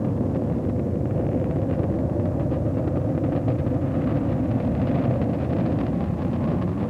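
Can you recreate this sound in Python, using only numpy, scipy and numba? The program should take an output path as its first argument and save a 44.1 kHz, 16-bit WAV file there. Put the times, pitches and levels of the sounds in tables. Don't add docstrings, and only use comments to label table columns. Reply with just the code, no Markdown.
import sys
import numpy as np
from scipy import signal
from scipy.fft import rfft, irfft
from scipy.io import wavfile
from scipy.ndimage import uniform_filter1d
from numba import njit

SR = 44100
rng = np.random.default_rng(int(sys.argv[2]) if len(sys.argv) > 2 else 0)


def unload_audio(sound):
    columns = np.transpose(np.atleast_2d(sound))
    steps = np.round(np.clip(columns, -1, 1) * 32767)
    wavfile.write(sys.argv[1], SR, steps.astype(np.int16))


N = 303849
TIME = np.arange(N) / SR


def undb(db):
    return 10 ** (np.asarray(db) / 20)


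def curves(table):
    seconds, *columns = np.transpose(table)
    return [np.interp(TIME, seconds, column) for column in columns]


def colour(x, points, size=8192):
    hz, db = np.transpose(points)
    bin_hz = np.arange(size // 2 + 1) * SR / size
    gain_db = np.interp(np.log(bin_hz + 1), np.log(hz), db)
    cepstrum = irfft(np.log(undb(gain_db)))
    cepstrum[1:size // 2] *= 2
    cepstrum[size // 2 + 1:] = 0
    impulse = irfft(np.exp(rfft(cepstrum)))
    return signal.fftconvolve(x, impulse)[:len(x)]


def lowpass(x, hz, order):
    return signal.sosfilt(signal.butter(order, hz, fs=SR, output="sos"), x)


def dulled(x, hz, order=2):
    return signal.sosfiltfilt(signal.butter(order, hz, fs=SR, output="sos"), x)


@njit
def bandpass(x, hz, width_hz):
    y, band, low = np.empty(len(x)), 0., 0.
    for i in range(len(x)):
        g, damping = np.tan(np.pi * hz[i] / SR), width_hz / hz[i]
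        v = (band + g * (x[i] + 1e-18 - low)) / (1 + g * (g + damping))
        band, low = 2 * v - band, low + 2 * g * v
        y[i] = damping * v
    return y


def delayed(x, lag_ms):
    return np.interp(TIME - lag_ms / 1000, TIME, x, left=0)


def steady(x, band_hz, window_s):
    power = signal.sosfilt(signal.butter(4, band_hz, "band", fs=SR, output="sos"), x) ** 2
    size = int(window_s * SR)
    return x / np.sqrt(uniform_filter1d(uniform_filter1d(power, size), size))


def turbulent_bursts(per_s=70, attack_s=0.002, decay_s=0.023):
    gap, size = rng.random((2000, 2)).T
    index = (np.cumsum(-np.log(gap)) / per_s * SR).astype(int)
    kicks = np.bincount(index[index < N], (0.5 + size)[index < N], N)
    kicks = signal.fftconvolve(kicks, np.hanning(int(attack_s * SR)))[:N]
    swell = signal.lfilter([1], [1, -np.exp(-1 / (decay_s * SR))], kicks)
    return (swell - swell.mean()) / swell.std()


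def eddies(spectrum, swell_db, top_hz, band_hz):
    noise = lowpass(colour(rng.standard_normal(N), spectrum), top_hz, order=4)
    arriving = phasing(ground_echo(noise * undb(swell_db)))
    return steady(arriving, band_hz, window_s=0.16)


# time in seconds, relative rumble and roar levels in dB.
JET_LEVELS = [(0.1, -24, -33.5), (1.15, -24.5, -33), (1.19, -23, -28.5), (1.4, -24, -31), (3.31, -24, -32),
              (4.55, -23, -33.5), (5.06, -22.5, -30), (5.48, -25, -33), (5.55, -22.5, -30.5),
              (6.19, -25.5, -37.5), (6.55, -22.5, -33.5), (6.68, -25.5, -41), (6.85, -25.5, -34.5)]
# frequency in Hz, relative spectral level in dB.
RUMBLE_SPECTRUM = [(18, -36), (30, -26), (45, -27.5), (60, -8.5), (95, -2), (145, -2.5), (205, -3.5),
                   (290, -2), (350, -2.5), (420, -8.5), (700, -40.5)]
# frequency in Hz, relative spectral level in dB.
ROAR_SPECTRUM = [(250, -25.5), (430, 2), (495, 7.5), (600, -1.5), (690, -8.5), (780, -15), (900, -20.5),
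                 (1200, -24), (1500, -29.5), (3000, -48.5)]


def jet(burst, rip_db, rip_share=0.32):
    rumble_db, roar_db = curves(JET_LEVELS)
    rumble = eddies(RUMBLE_SPECTRUM, swell_db=0.48 * burst, top_hz=860, band_hz=(40, 350))
    roar = eddies(ROAR_SPECTRUM, swell_db=burst, top_hz=2500, band_hz=(450, 900))
    return undb(rumble_db - 0.05) * rumble + undb(roar_db - 1 + rip_share * rip_db) * roar


# time in seconds, base rise time of a front in
# microseconds, spread of scattered arrivals in ms, ground echo gain, relative strength of scattering.
AIR_PATH = [(0, 69, 1.6, 0.5, .9), (0.8, 78, 1.53, 0.44, 0.98), (1.3, 61, 1.42, 0.45, .45),
            (1.8, 79, 1.9, 0.58, 0.78), (2.5, 79, 2.91, 0.59, 1.05), (3.6, 71, 3.48, 0.54, 1.5),
            (4.5, 67, 3.5, 0.8, 1), (4.9, 67, 3.44, 0.62, 1.1), (5.6, 61, 3.57, 0.59, 0.88),
            (6.89, 60, 3.97, 0.57, 0.91)]
# time in seconds, centre in Hz, depth from 0 to 1, gain of an inverted echo.
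GROUND_HOLLOW = [(0, 432, 0.27, 0.02), (1.2, 430, 0.4, 0.07), (2.4, 424, 0.07, .22), (3.2, 416, 0.5, 0.3),
                 (3.5, 403, 0.8, 0.37), (3.9, 403, .95, 0.14), (4.65, 388, 0.7, 0.05),
                 (5.1, 440, 0.33, 0.16), (6.1, 440, 0.67, 0), (6.89, 420, 0.2, 0.04)]


def ground_echo(x, grass_top_hz=2200):
    echo_gain = curves(AIR_PATH)[2]
    hollow_hz, depth, inverted_gain = curves(GROUND_HOLLOW)
    echo = dulled(delayed(x, lag_ms=1.058), grass_top_hz)
    x = x + echo_gain * lowpass(echo, hz=1290, order=1)
    x = x - inverted_gain * dulled(delayed(x, lag_ms=4.79), hz=630)
    return x - depth * bandpass(x, hollow_hz, width_hz=54.0)


# time in seconds, lag of a second path in ms,
# its gain, centre of a rasping hump in Hz, its lift in dB.
COLOUR_DRIFT = [(0, 7.2, 0.08, 1130, 6.5), (1.1, 9, 0.18, 1060, 0.5), (2, 6.45, 0.13, 1180, 3.5),
                (2.7, 7.36, 0.08, 1230, 6.5), (3.4, 7.7, 0.3, 1260, 5), (4.1, 7.65, 0.19, 1210, 8.5),
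                (4.8, 8, 0.16, 1180, 4), (5.4, 7.3, 0.02, 1190, 3), (5.9, 11.7, 0.22, 1070, 6),
                (6.5, 12.1, 0.28, 1070, 9.5), (6.89, 9.85, 0.9, 1100, 11.5)]
# time in seconds, centre in Hz.
DRONE_HUMP = [(0, 236), (1.0, 240), (1.6, 336), (3.3, 310), (4.2, 290), (4.8, 224), (5.5, 232), (6.0, 216),
              (6.89, 173)]
# time in seconds, centre in Hz, lift in dB.
BODY_HUMP = [(0, 500, -1.5), (1.2, 490, 2), (1.8, 550, 2.5), (2.4, 612, 5.5), (3.2, 610, 4.5),
             (4.2, 664, 0.5), (4.7, 680, -0.5), (5.05, 678, 5), (5.7, 690, 0.5), (6.0, 800, 8.5),
             (6.5, 850, 6.5), (6.89, 850, 5)]


def phasing(x, drone_db=3):
    lag_ms, path_gain, rasp_hz, rasp_db = curves(COLOUR_DRIFT)
    drone_hz = curves(DRONE_HUMP)[0]
    body_hz, body_db = curves(BODY_HUMP)
    x = x + path_gain * delayed(dulled(x, hz=630), lag_ms)
    x = x + (undb(drone_db) - 1) * bandpass(x, drone_hz, width_hz=63.0)
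    x = x + (undb(body_db) - 1) * bandpass(x, body_hz, width_hz=34.0)
    return x + (undb(rasp_db) - 1) * bandpass(x, rasp_hz, width_hz=190.0)


def fronts(times, sizes, rise_us):
    index = np.round(times * SR).astype(int)[:, None] + np.arange(-36, 37)
    offset_us = (index / SR - times[:, None]) * 1e6
    bell = np.exp(-0.5 * (offset_us / rise_us[:, None]) ** 2)
    bell *= (sizes / bell.sum(axis=1))[:, None]
    inside = (index >= 0) & (index < N)
    return np.bincount(index[inside], bell[inside], N)


# frequency in Hz, gain in dB.
SHOCK_SPECTRUM = [(30, -36.5), (70, -22), (130, 11), (310, 12.5), (430, 17), (510, 14), (750, 0.5),
                  (950, -9.5), (1250, -0.5), (1600, -7), (2100, -4.5), (2700, -7.5), (3300, -11),
                  (5000, -12.5), (9000, -29)]


def shock_waves(times, sizes, rise_us, scatter, paths=8):
    spread_ms = np.interp(times, TIME, curves(AIR_PATH)[1])
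    slope = fronts(times, sizes, rise_us)
    for k in range(paths):
        detour = 2 * (k + rng.random(len(times))) / paths
        share = scatter * np.exp(-detour / 2) * rng.uniform(-1, 1, len(times))
        slope = slope + fronts(times + detour * spread_ms / 1000, sizes * share, rise_us)
    return phasing(ground_echo(colour(slope, SHOCK_SPECTRUM)))


# time in seconds, relative level in dB.
HAIL_LEVELS = [(0.0, -58.5), (0.95, -60), (1.35, -56), (2.05, -59), (2.75, -56), (3.55, -54.5),
               (3.83, -54.5), (3.92, -49), (4.1, -49), (4.23, -51), (4.7, -52.5), (5.0, -47.5), (5.28, -53),
               (5.55, -50), (6.15, -51.5), (6.89, -51)]


def crackle(swell_db, rip_db, start_per_s=250, growth_per_s2=32, ceiling_db=7):
    chance = rng.random((8000, 3))
    expected_count = np.cumsum(start_per_s + growth_per_s2 * TIME) / SR
    gaps = -np.log(chance[:, 0] * chance[:, 1]) / 2
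    times = np.interp(np.cumsum(gaps), expected_count, TIME)
    size_db = 0.5 * rng.standard_normal(len(times)) + np.interp(times, TIME, swell_db)
    size_db = np.minimum(size_db, ceiling_db - 2 * chance[:, 2])
    thinnest_us = curves(AIR_PATH)[0] * np.exp(-0.03 * rip_db)
    rise_us = np.interp(times, TIME, thinnest_us) * np.exp(0.012 * (ceiling_db - size_db))
    heard = times < TIME[-1]
    hail = shock_waves(times[heard], undb(size_db[heard]), rise_us[heard], scatter=1.0)
    level_db = curves(HAIL_LEVELS)[0] + rip_db - 1.44
    return undb(level_db) * steady(hail, band_hz=(1300, 5000), window_s=0.07)


# frequency in Hz, relative spectral level in dB.
HISS_SPECTRUM = [(100, 1), (2000, 2.5), (4000, -0.5), (5500, -1), (7000, -1.5), (10000, -6), (13800, -8)]


def microphone_hiss(level_db=-63):
    noise = colour(rng.standard_normal(N), HISS_SPECTRUM)
    return undb(level_db) * noise / np.std(noise)


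# start in seconds, length in seconds, level in dB on the hail's scale.
RIP_VOLLEYS = [(0.045, 0.007, -48), (0.069, 0.01, -58), (0.347, 0.021, -51.5), (0.69, .008, -52),
               (1.722, 0.026, -49.5), (2.253, 0.01, -51), (2.4, 0.036, -51.5), (2.508, 0.067, -50),
               (2.772, 0.025, -50.5), (2.87, 0.0072, -44.5), (2.956, 0.03, -50), (3.235, 0.012, -48.5),
               (3.323, 0.015, -46.5), (3.35, 0.043, -49), (3.482, 0.011, -44.5), (3.498, 0.024, -48.5),
               (3.585, 0.015, -47), (3.668, 0.010, -47.5), (3.733, .014, -49.5), (3.812, 0.018, -47),
               (3.87, .03, -49), (3.918, 0.065, -47), (4.003, .022, -46.5), (4.063, 0.083, -46),
               (4.286, 0.058, -47), (4.505, 0.02, -47.5), (4.599, 0.056, -47.5), (4.87, 0.033, -43.5),
               (4.943, 0.11, -45), (5.215, 0.0057, -44.5), (5.329, 0.027, -48), (5.379, 0.081, -47.5),
               (5.528, 0.05, -48.5), (5.597, 0.02, -46.5), (5.655, 0.027, -46), (5.718, 0.0073, -48),
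               (5.786, 0.025, -46), (6.219, 0.012, -44), (6.332, 0.031, -45.5), (6.437, 0.11, -47),
               (6.616, 0.01, -41.5), (6.773, 0.092, -48)]


def rips(hail_db, attack_s=0.002, release_s=0.011):
    power = np.zeros(N)
    for start, length, db in RIP_VOLLEYS:
        attack = np.clip((TIME - start) / attack_s + 1, 0, 1)
        release = np.exp(-np.maximum(TIME - start - length, 0) / release_s)
        power += (undb(db) * attack * release) ** 2
    return 20 * np.log10(np.maximum(1, np.sqrt(power) / undb(hail_db)))


def stray_shocks(hail_db, per_s=22, scatter_db=2):
    gap, crack_draw, thud_draw = rng.random((400, 3)).T
    times = np.cumsum(-np.log(gap)) / per_s
    lift_db = 0.4 * np.interp(times, TIME, hail_db - hail_db.mean())
    crack_db = -15 + lift_db + scatter_db * (1 - 2 * crack_draw)
    thud_db = -11.5 + scatter_db * (1 - 2 * thud_draw)
    return np.column_stack([times, crack_db, thud_db])[times < TIME[-1]]


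# arrival in seconds, relative size of the crack in dB, relative size of the thud in dB.
STRONG_SHOCKS = [(0.0493, -7.5, -16), (0.2089, -16, 4.5), (0.3577, -10, 7), (0.4212, -20, 6),
                 (0.4992, -8.5, -7), (0.5244, -10, -12), (0.5837, -11, -18), (0.6513, -12, -1),
                 (0.7016, -15, -8), (0.795, -6, -1), (0.9576, -9, -20), (1.0565, -6, 1), (1.1098, -7, 1),
                 (1.1803, -9, -10), (1.1994, -9, -1), (1.2113, -9, -1), (1.2673, -4.5, -8),
                 (1.2908, -7, -12), (1.3322, -10, -8), (1.3749, -9, -17), (1.3996, -6, -14),
                 (1.4147, -8.5, -10), (1.4432, -3, -5), (1.4889, -16, -9), (1.5114, -3.5, -18),
                 (1.5603, -8, -7), (1.5679, -9, 0), (1.5866, -10, -14), (1.6183, -8, -16), (1.7002, -8, -1),
                 (1.7113, -2, -4), (1.7571, -10, -14), (1.7932, -5.5, 4), (1.8339, -5, -6),
                 (1.8411, -5, 4.5), (1.9252, -12, -18), (1.9407, -9, -11), (1.9889, -7, -11),
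                 (2.0979, -11, -5), (2.1979, -7, 5), (2.2568, -9, -17), (2.3974, -7, -2), (2.7591, -20, -5),
                 (2.7706, -10, -4), (2.878, -9, 5.5), (2.9727, -10, 8), (3.1499, -13, 3.5), (3.1784, -7, 4),
                 (3.2396, -12, 4), (3.3224, -10, 5), (3.3523, -15, 5.5), (3.3768, -15, 6),
                 (3.4818, -15, 6.5), (3.4895, -8, 0), (3.665, -13, 4), (3.943, -13, 2), (4.0431, -8, -12),
                 (4.1167, -9, 6), (4.1567, -7, -12), (4.1722, -6, -11), (4.5143, -7, -11), (4.561, -21, -3),
                 (4.6022, -5, -15), (4.7517, -3.5, -4), (4.817, -3, -6), (4.8802, -9, -10), (4.9148, -4, 2),
                 (4.9587, -8, -10), (4.9865, -6.5, -3), (4.9948, -8, -4), (5.0535, -3.5, -2),
                 (5.1102, -8.5, 4), (5.1591, -11, 5), (5.217, -3, 5), (5.2411, -7.5, -10), (5.3341, -9, -6),
                 (5.3486, -14, -9), (5.4112, -12, -10), (5.4324, -11, -6), (5.5267, -9, 4),
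                 (5.5338, -4, -7), (5.5684, -5, -3), (5.5864, -5, -3), (5.5995, -11, -4), (5.6111, -10, -3),
                 (5.6626, -3, 2), (5.7268, -8, -12), (5.7889, -3, 1), (5.8133, -5, -16), (5.8367, -10, -12),
                 (5.8671, -2, -10), (6.0078, -6, 4), (6.0403, -7, -15), (6.2255, -12, -11),
                 (6.2498, -7, -8), (6.3322, -8, -8), (6.4421, -4, 0), (6.5178, -8, 1), (6.6229, -14, 0),
                 (6.8297, -8, -8)]


def lone_shocks(strays, echoes=6, tail_ms=4.5, tail_db=-8.5):
    times, crack_db, thud_db = np.vstack([STRONG_SHOCKS, strays]).T
    base_rise_us, _, _, turbulence = (np.interp(times, TIME, c) for c in curves(AIR_PATH))
    rise_us = 0.87 * base_rise_us
    crack = shock_waves(times, undb(crack_db), rise_us, scatter=0.5 * turbulence)
    thud = shock_waves(times, undb(thud_db), rise_us=np.full(len(times), 210), scatter=0.35)
    echo_times = np.repeat(times, echoes) + tail_ms / 1000 * rng.exponential(size=len(times) * echoes)
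    echo_sizes = np.repeat(turbulence * undb(crack_db + tail_db), echoes)
    echo_sizes *= rng.uniform(-1, 1, len(echo_times))
    tail = shock_waves(echo_times, echo_sizes, np.repeat(rise_us, echoes), scatter=0.83)
    return crack + thud + tail


# time in seconds, share absorbed from 0 to 1.
TREBLE_LOSS = [(0.7, 0), (1.1, .75), (1.42, .7), (1.8, 0)]


def air_absorption(x, top_hz=3300):
    share = curves(TREBLE_LOSS)[0]
    return x + share * (dulled(x, top_hz, order=6) - x)


def scene():
    hail_db = curves(HAIL_LEVELS)[0]
    rip_db = rips(hail_db)
    burst = turbulent_bursts()
    rumble_and_roar = jet(burst, rip_db)
    hail = crackle(swell_db=2.5 * burst, rip_db=rip_db)
    cracks = lone_shocks(stray_shocks(hail_db))
    return (rumble_and_roar + air_absorption(hail + cracks) + microphone_hiss())[None]


def record(dry):
    return signal.sosfilt(signal.ellip(10, 0.2, 80, 13700, fs=SR, output="sos"), dry)


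dry = scene()
out = record(dry)
unload_audio(out)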